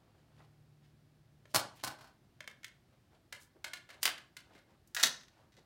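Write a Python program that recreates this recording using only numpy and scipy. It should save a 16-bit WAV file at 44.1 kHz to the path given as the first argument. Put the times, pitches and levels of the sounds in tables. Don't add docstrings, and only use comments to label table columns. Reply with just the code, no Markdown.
import sys
import numpy as np
from scipy import signal
from scipy.fft import rfft, irfft, next_fast_len
from scipy.io import wavfile
from scipy.ndimage import uniform_filter1d, map_coordinates

SR = 44100
rng = np.random.default_rng(int(sys.argv[2]) if len(sys.argv) > 2 else 0)


def to_wav(s):
    ch = np.atleast_2d(s).T
    pcm = np.round(np.clip(ch, -1, 1) * 32767)
    wavfile.write(sys.argv[1], SR, pcm.astype(np.int16))


N = 249165

# (multiple of the turning rate [1], relative level [dB])
ENGINE_ORDERS = [(2, -13), (3, -4), (4, -1), (6, -15)]
# (middle [s], half length [s], level [dB])
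RUBS = [(0.102, 0.24, -77.5), (0.409, 0.037, -66.5), (2.929, 0.028, -75.5), (3.141, .02, -70),
        (3.959, 0.027, -69), (4.522, 0.042, -67), (4.712, 0.031, -71.5), (5.388, 0.048, -69.5)]
# (middle [s], half length [s], level [dB], band centre [Hz])
SLIDES = [(.863, 0.035, -78, 2480), (1.522, 0.029, -71.5, 4000), (1.766, .019, -71, 9000),
          (1.794, .022, -63, 2540), (3.422, 0.02, -64, 6450), (4.024, .007, -57.5, 4870)]
# (time [s], level [dB])
BUMPS = [(3.565, -63.5), (4.556, -64), (5.064, -48.5), (5.583, -64)]

# (time [s], level [dB], bass gain [dB], treble gain [dB])
POUCH_HITS = [(1.4545, -60.5, 17, -7), (2.405, -45.5, 1, -7.5), (2.4755, -43.5, 5.5, -2),
              (2.6315, -55.5, -2.5, -4.5), (2.6437, -43.5, -20, 0.5)]
FULL_HITS = [(3.3245, -42.5, 1, 2.5), (3.6425, -38, 5.5, 1.5), (3.7332, -39.5, 0, 2), (3.902, -52.5, 0, -3),
             (4.178, -51.5, -19, -4), (4.3665, -46.5, -4.5, 3.5)]
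# (time [s], level [dB], bass gain [dB],
# treble gain [dB], rattle t60 [s], far-end slap gain [dB])
EMPTY_HITS = [(1.5452, -25.5, -1.5, -1.5, 0.062, -4), (1.560, -24.5, -4, -3.5, 0.018, -9),
              (1.8365, -35, -1.5, -4, 0.039, -2), (1.866, -43, -4, -11.5, 0.049, 4)]
# (time [s], level [dB], bass gain [dB], treble gain [dB], rattle t60 [s])
SEAT_HITS = [(4.0296, -27.5, 0, 9.5, 0.042), (4.0543, -24.5, -2.5, 0, 0.024)]
HANDLE_HITS = [(4.874, -65, -3, 26.5, 0.042), (4.9473, -36.5, -1, 9, 0.032), (4.965, -31.5, -4, -11, 0.071),
               (4.984, -40, 10, -7.5, 0.074), (4.996, -33, -0.5, -4.5, 0.17)]
BOLT_HITS = [(5.029, -25, 0, 9.5, .07), (5.0342, -19.5, -0.5, 3.5, 0.02)]
JIGGLES = {"empty": [(1.90, .04, -52.5), (1.986, 0.11, -54.5)], "full": [(3.889, .075, -55.5),
           (4.549, .05, -60.5)], "rifle": [(5.16, 0.16, -58), (5.521, 0.038, -69), (5.567, .03, -64.5)]}

# (frequency [Hz], bandwidth [Hz], level over its broad spectrum [dB])
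POUCH_MODES = [(600, 60, 8.2), (1730, 200, 11), (2192, 110, 16), (3200, 150, 7), (3570, 130, 4.5),
               (6400, 740, 1.9)]
EMPTY_MODES = [(119, 23, 7), (330, 62, 6), (632.5, 34, 7.5), (826, 60, 1.5), (1033, 100, 1.5),
               (1526, 83, 6), (3150, 55, 1.5), (4304, 400, 7.5), (4820, 90, 2.5), (5350, 230, 5.5)]
FULL_MODES = [(556, 76, 6.6), (745, 80, 4), (1430, 100, 5), (1716, 100, 7.5), (2124, 97, 10.7),
              (4230, 680, 1.8)]
WELL_MODES = [(1730, 130, -5), (2080, 240, 2.5), (2740, 100, 4), (3076, 130, 3.5), (3900, 230, -4.5),
              (4800, 190, 7), (9150, 160, 7)]
HANDLE_MODES = [(1430, 90, 11.6), (1680, 79, 16), (1917, 90, 9), (2680, 70, 4), (3800, 150, 4.4),
                (7430, 310, 3.3)]
BOLT_MODES = [(1480, 63, 5.6), (1828, 87, 9.8), (2023, 110, 8.1), (2790, 55, 3.5), (3455, 180, 4.5),
              (3790, 130, 10), (4270, 120, 6.8), (4640, 120, 1.7), (5800, 53, 3.3), (6154, 52, 4.9),
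              (7450, 160, 0.83), (10620, 45, 4.6)]
# (frequency [Hz], relative spectral density [dB])
AIR_SPECTRUM = [(15, -43), (25, -11.5), (137, -2.5), (170, -8), (270, -11), (344, -11), (476, -19.5),
                (775, -19), (887, -24), (1790, -26), (2480, -29), (4870, -31), (6380, -36), (16000, -41)]
POUCH_SPECTRUM = [(50, -29.5), (250, -14), (900, -9), (1500, -3), (2700, -4), (5000, -4), (8000, -9.5),
                  (16000, -18.5)]
EMPTY_SPECTRUM = [(35, -36.5), (75, -7.5), (130, -1.5), (290, -1), (450, -6.5), (800, 4), (2000, -3.5),
                  (3500, -5.5), (7000, -3), (11000, -6), (16000, -10)]
FULL_SPECTRUM = [(50, -35), (250, -19.5), (450, -15.5), (900, -8.5), (1500, -2), (2700, -1), (5000, -5.5),
                 (8000, -9), (16000, -20.5)]
WELL_SPECTRUM = [(50, -34.5), (250, -7.5), (480, -6.5), (800, -2), (1400, 1), (3000, 3), (6000, -1),
                 (10000, -6.5), (16000, -6)]
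HANDLE_SPECTRUM = [(50, -37), (250, -22), (600, -7.5), (1300, -5), (3000, 0), (6000, 2.5), (9000, -6),
                   (16000, -8)]
BOLT_SPECTRUM = [(50, -40), (160, -23), (270, -4.5), (450, -10.5), (1200, -0.5), (3000, -0.5), (6000, 2.5),
                 (9000, -6.5), (16000, -14)]
SPRING_SPECTRUM = [(1500, -26), (2800, -13), (3800, -11.5), (5000, -1), (6300, 1.5), (7300, -15.5),
                   (10000, -20), (16000, -31.5)]

# (delay [s], gain [dB])
ECHOES = [(.0095, -18), (.022, -16), (.036, -15.5)]
# (frequency [Hz], t60 [s])
REVERB_T60 = [(150, 0.62), (400, 0.41), (1000, 0.38), (2700, 0.31), (6000, .31), (9000, .26), (15000, 0.16)]
# (frequency [Hz], relative level [dB])
REVERB_SPECTRUM = [(200, -1.5), (600, 3), (1100, 1), (1550, 2), (2100, -2.5), (3000, 1), (6000, -6),
                   (10000, -3), (16000, -6)]


def amp(db):
    return 10 ** (np.asarray(db) / 20)


def unit(x):
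    return x / np.sqrt(np.mean(x ** 2) + 1e-20)


def along(points, hz):
    freqs, values = np.transpose(points)
    return np.interp(np.log(hz + 1), np.log(freqs), values)


def wobble(rate, size=N):
    knots = rng.standard_normal(int(size * rate / SR) + 4)
    return map_coordinates(knots, [np.arange(size) * rate / SR])


def filtered(x, gain):
    size = next_fast_len(len(x) + SR // 10)
    return irfft(rfft(x, size) * gain(np.fft.rfftfreq(size, 1 / SR)), size)[:len(x)]


def minimum_phase(gain):
    cepstrum = irfft(np.log(np.maximum(gain, 1e-6)))
    half = len(cepstrum) // 2
    cepstrum[1:half] *= 2
    cepstrum[half + 1:] = 0
    return irfft(np.exp(rfft(cepstrum)))


def add(track, s, sound):
    part = track[max(round(s * SR), 0):][:len(sound)]
    part += sound[:len(part)]


def shelter(sound, wet_db, build_s=.0075):
    hz, t, bands = signal.stft(rng.standard_normal(SR // 2), SR, nperseg=256)
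    decay_db = 60 * t / along(REVERB_T60, hz)[:, None]
    tail = signal.istft(bands * amp(along(REVERB_SPECTRUM, hz)[:, None] - decay_db), SR, nperseg=256)[1]
    tail *= 1 - np.exp(-(np.arange(len(tail)) / SR / build_s) ** 2)
    response = amp(wet_db) * tail / np.linalg.norm(tail)
    response[0] += 1
    for delay, db in ECHOES:
        response[round(delay * SR)] += amp(db)
    return signal.fftconvolve(sound, response)


def air(level_db=-69):
    noise = filtered(rng.standard_normal(N), lambda hz: amp(along(AIR_SPECTRUM, hz)))
    return amp(level_db + .2 * wobble(5.3)) * unit(noise)


def engine(turn_hz=37.1, drift=.0097, peak_db=-64.5, peak_s=.42, fade_s=1.42):
    phase = 2 * np.pi * np.cumsum(turn_hz * (1 + drift * wobble(9.8))) / SR
    hum = sum(amp(db + .89 * wobble(4)) * np.sin(order * phase + rng.uniform(0, 2 * np.pi))
              for order, db in ENGINE_ORDERS)
    t = np.arange(N) / SR
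    swell_db = np.minimum(34 * (t - peak_s), -5.5 * (t - peak_s))
    fade_db = 20 * np.maximum(t - fade_s, 0)
    return unit(hum) * amp(peak_db + swell_db - fade_db)


def strokes(cloth_hz=605, fibre_hz=2500, fibre_db=-7.5, bump_half_s=.011, bump_hz=295):
    swishes = [(s, half, db, cloth_hz) for s, half, db in RUBS]
    fibres = [(s, half, db + fibre_db, fibre_hz) for s, half, db in RUBS]
    bumps = [(s, bump_half_s, db, bump_hz) for s, db in BUMPS]
    return swishes + fibres + bumps + list(SLIDES)


def rustle(grain_db=3, scuff_db=3, q=.64):
    track, t = np.zeros(N), np.arange(SR // 2) / SR
    middle = t.mean()
    for s, half, db, centre_hz in strokes():
        grip_db = grain_db * wobble(300, len(t)) + scuff_db * wobble(60, len(t))
        grains = rng.standard_normal(len(t)) * amp(grip_db)
        rub = filtered(grains, lambda hz: 1 / (1 + (q * (hz / centre_hz - centre_hz / (hz + 1))) ** 2))
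        swell = np.exp(-((t - middle) / half) ** 2 / 2)
        stroke = amp(db) * unit(rub * swell) * np.sqrt(np.mean(swell ** 2))
        early = max(round((middle - s) * SR), 0)
        add(track, s - middle, shelter(stroke, wet_db=-13.5)[early:])
    return track


def chatter(t, t60, rise_s, spikiness=.19):
    envelope = (1 - np.exp(-t / rise_s)) * amp(-60 * t / t60)
    force = envelope * rng.standard_normal(len(t)) * np.exp(spikiness * rng.standard_normal(len(t)))
    spectrum = rfft(force)
    smoothed = np.sqrt(np.abs(uniform_filter1d(np.abs(spectrum) ** 2, size=90)) + 1e-12)
    return irfft(spectrum * rfft(minimum_phase(1 / smoothed)))


def contacts(hits, spectrum, modes, rise_s, wet_db, bass_hz=900, treble_hz=4500, size=8192):
    hz, t = np.fft.rfftfreq(size, 1 / SR), np.arange(size) / SR
    bass = 1 / (1 + (hz / bass_hz) ** 4)
    treble = 1 - 1 / (1 + (hz / treble_hz) ** 3)
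    track = np.zeros(N)
    for s, db, bass_db, treble_db, t60 in hits:
        peaks = sum(amp(mode_db + rng.standard_normal()) ** 2 / (1 + (2 * (hz - mode_hz) / width) ** 2)
                    for mode_hz, width, mode_db in modes)
        colour = np.sqrt(1 + peaks) * amp(along(spectrum, hz) + bass_db * bass + treble_db * treble)
        clack = signal.fftconvolve(chatter(t, t60, rise_s), minimum_phase(colour))[:size]
        clack *= amp(db) * np.sqrt(.008 * SR) / np.linalg.norm(clack)
        add(track, s, shelter(clack, wet_db))
    return track


def pouch(t60=.017):
    hits = [(*hit, t60) for hit in POUCH_HITS]
    return contacts(hits, POUCH_SPECTRUM, POUCH_MODES, rise_s=.0017, wet_db=-10.5)


def empty_magazine(touch_s=.0046, slap_delay_s=.0085):
    hits = []
    for s, db, bass_db, treble_db, t60, slap_db in EMPTY_HITS:
        hits += [(s - touch_s, db - 17, bass_db + 12.5, treble_db, t60 / 2),
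                 (s, db, bass_db, treble_db, t60),
                 (s + slap_delay_s, db + slap_db, bass_db - 3, treble_db + 6, t60)]
    hits += jiggle(JIGGLES["empty"], bass_db=-1, treble_db=-12, t60=.13, fade_db=8)
    return contacts(hits, EMPTY_SPECTRUM, EMPTY_MODES, rise_s=.0006, wet_db=-10)


def jiggle(spells, bass_db, treble_db, t60, fade_db, scatter=.11, count=4):
    hits = []
    for s, length, db in spells:
        for k, (lag, stray_db) in enumerate(rng.standard_normal((count, 2))):
            age = (k + scatter * lag * (k > 0)) / count
            hits.append((s + length * age, db - fade_db * age + stray_db, bass_db, treble_db, t60))
    return hits


def full_magazine(knock_t60=.022):
    hits = [(*hit, knock_t60) for hit in FULL_HITS]
    hits += jiggle(JIGGLES["full"], bass_db=12, treble_db=-3.5, t60=.04, fade_db=7.5)
    return contacts(hits, FULL_SPECTRUM, FULL_MODES, rise_s=.0054, wet_db=-7.5)


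def with_echoes(hits, loss_db, treble_step_db, t60_ratio, delay_s=.0086):
    s, db, bass_db, treble_db, t60 = hits[-1]
    echoes = [(s + delay_s * k ** 1.4, db - loss_db * np.sqrt(k), bass_db,
               treble_db + treble_step_db * k, t60 * t60_ratio ** k) for k in (1, 2)]
    return list(hits) + echoes


def magazine_seating():
    hits = with_echoes(SEAT_HITS, loss_db=6.5, treble_step_db=-4.5, t60_ratio=1.13)
    return contacts(hits, WELL_SPECTRUM, WELL_MODES, rise_s=.00026, wet_db=-9.5)


def charging_handle():
    return contacts(HANDLE_HITS, HANDLE_SPECTRUM, HANDLE_MODES, rise_s=.0005, wet_db=-8.5)


def bolt():
    hits = with_echoes(BOLT_HITS, loss_db=10.5, treble_step_db=3.3, t60_ratio=2.1)
    hits += jiggle(JIGGLES["rifle"], bass_db=-10, treble_db=-6.5, t60=.027, fade_db=6)
    return contacts(hits, BOLT_SPECTRUM, BOLT_MODES, rise_s=.00068, wet_db=-10.5)


def recoil_spring(start_s=5.04, level_db=-38, shudder_db=2, t60=.36):
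    track, t = np.zeros(N), np.arange(SR // 2) / SR
    coils = unit(filtered(rng.standard_normal(len(t)), lambda hz: amp(along(SPRING_SPECTRUM, hz))))
    add(track, start_s, coils * amp(level_db + shudder_db * wobble(90, len(t)) - 60 * t / t60))
    return track


def scene():
    magazines = pouch() + empty_magazine() + full_magazine() + magazine_seating()
    action = charging_handle() + bolt() + recoil_spring()
    return (air() + engine() + rustle() + magazines + action)[None]


def record(dry, low_cut_hz=42, high_cut_hz=16000):
    thinned = filtered(dry[0], lambda hz: 1 / np.hypot(1, (low_cut_hz / (hz + 1)) ** 4))
    return filtered(thinned, lambda hz: 1 / np.hypot(1, (hz / high_cut_hz) ** 90))[None]


dry = scene()
out = record(dry)
to_wav(out)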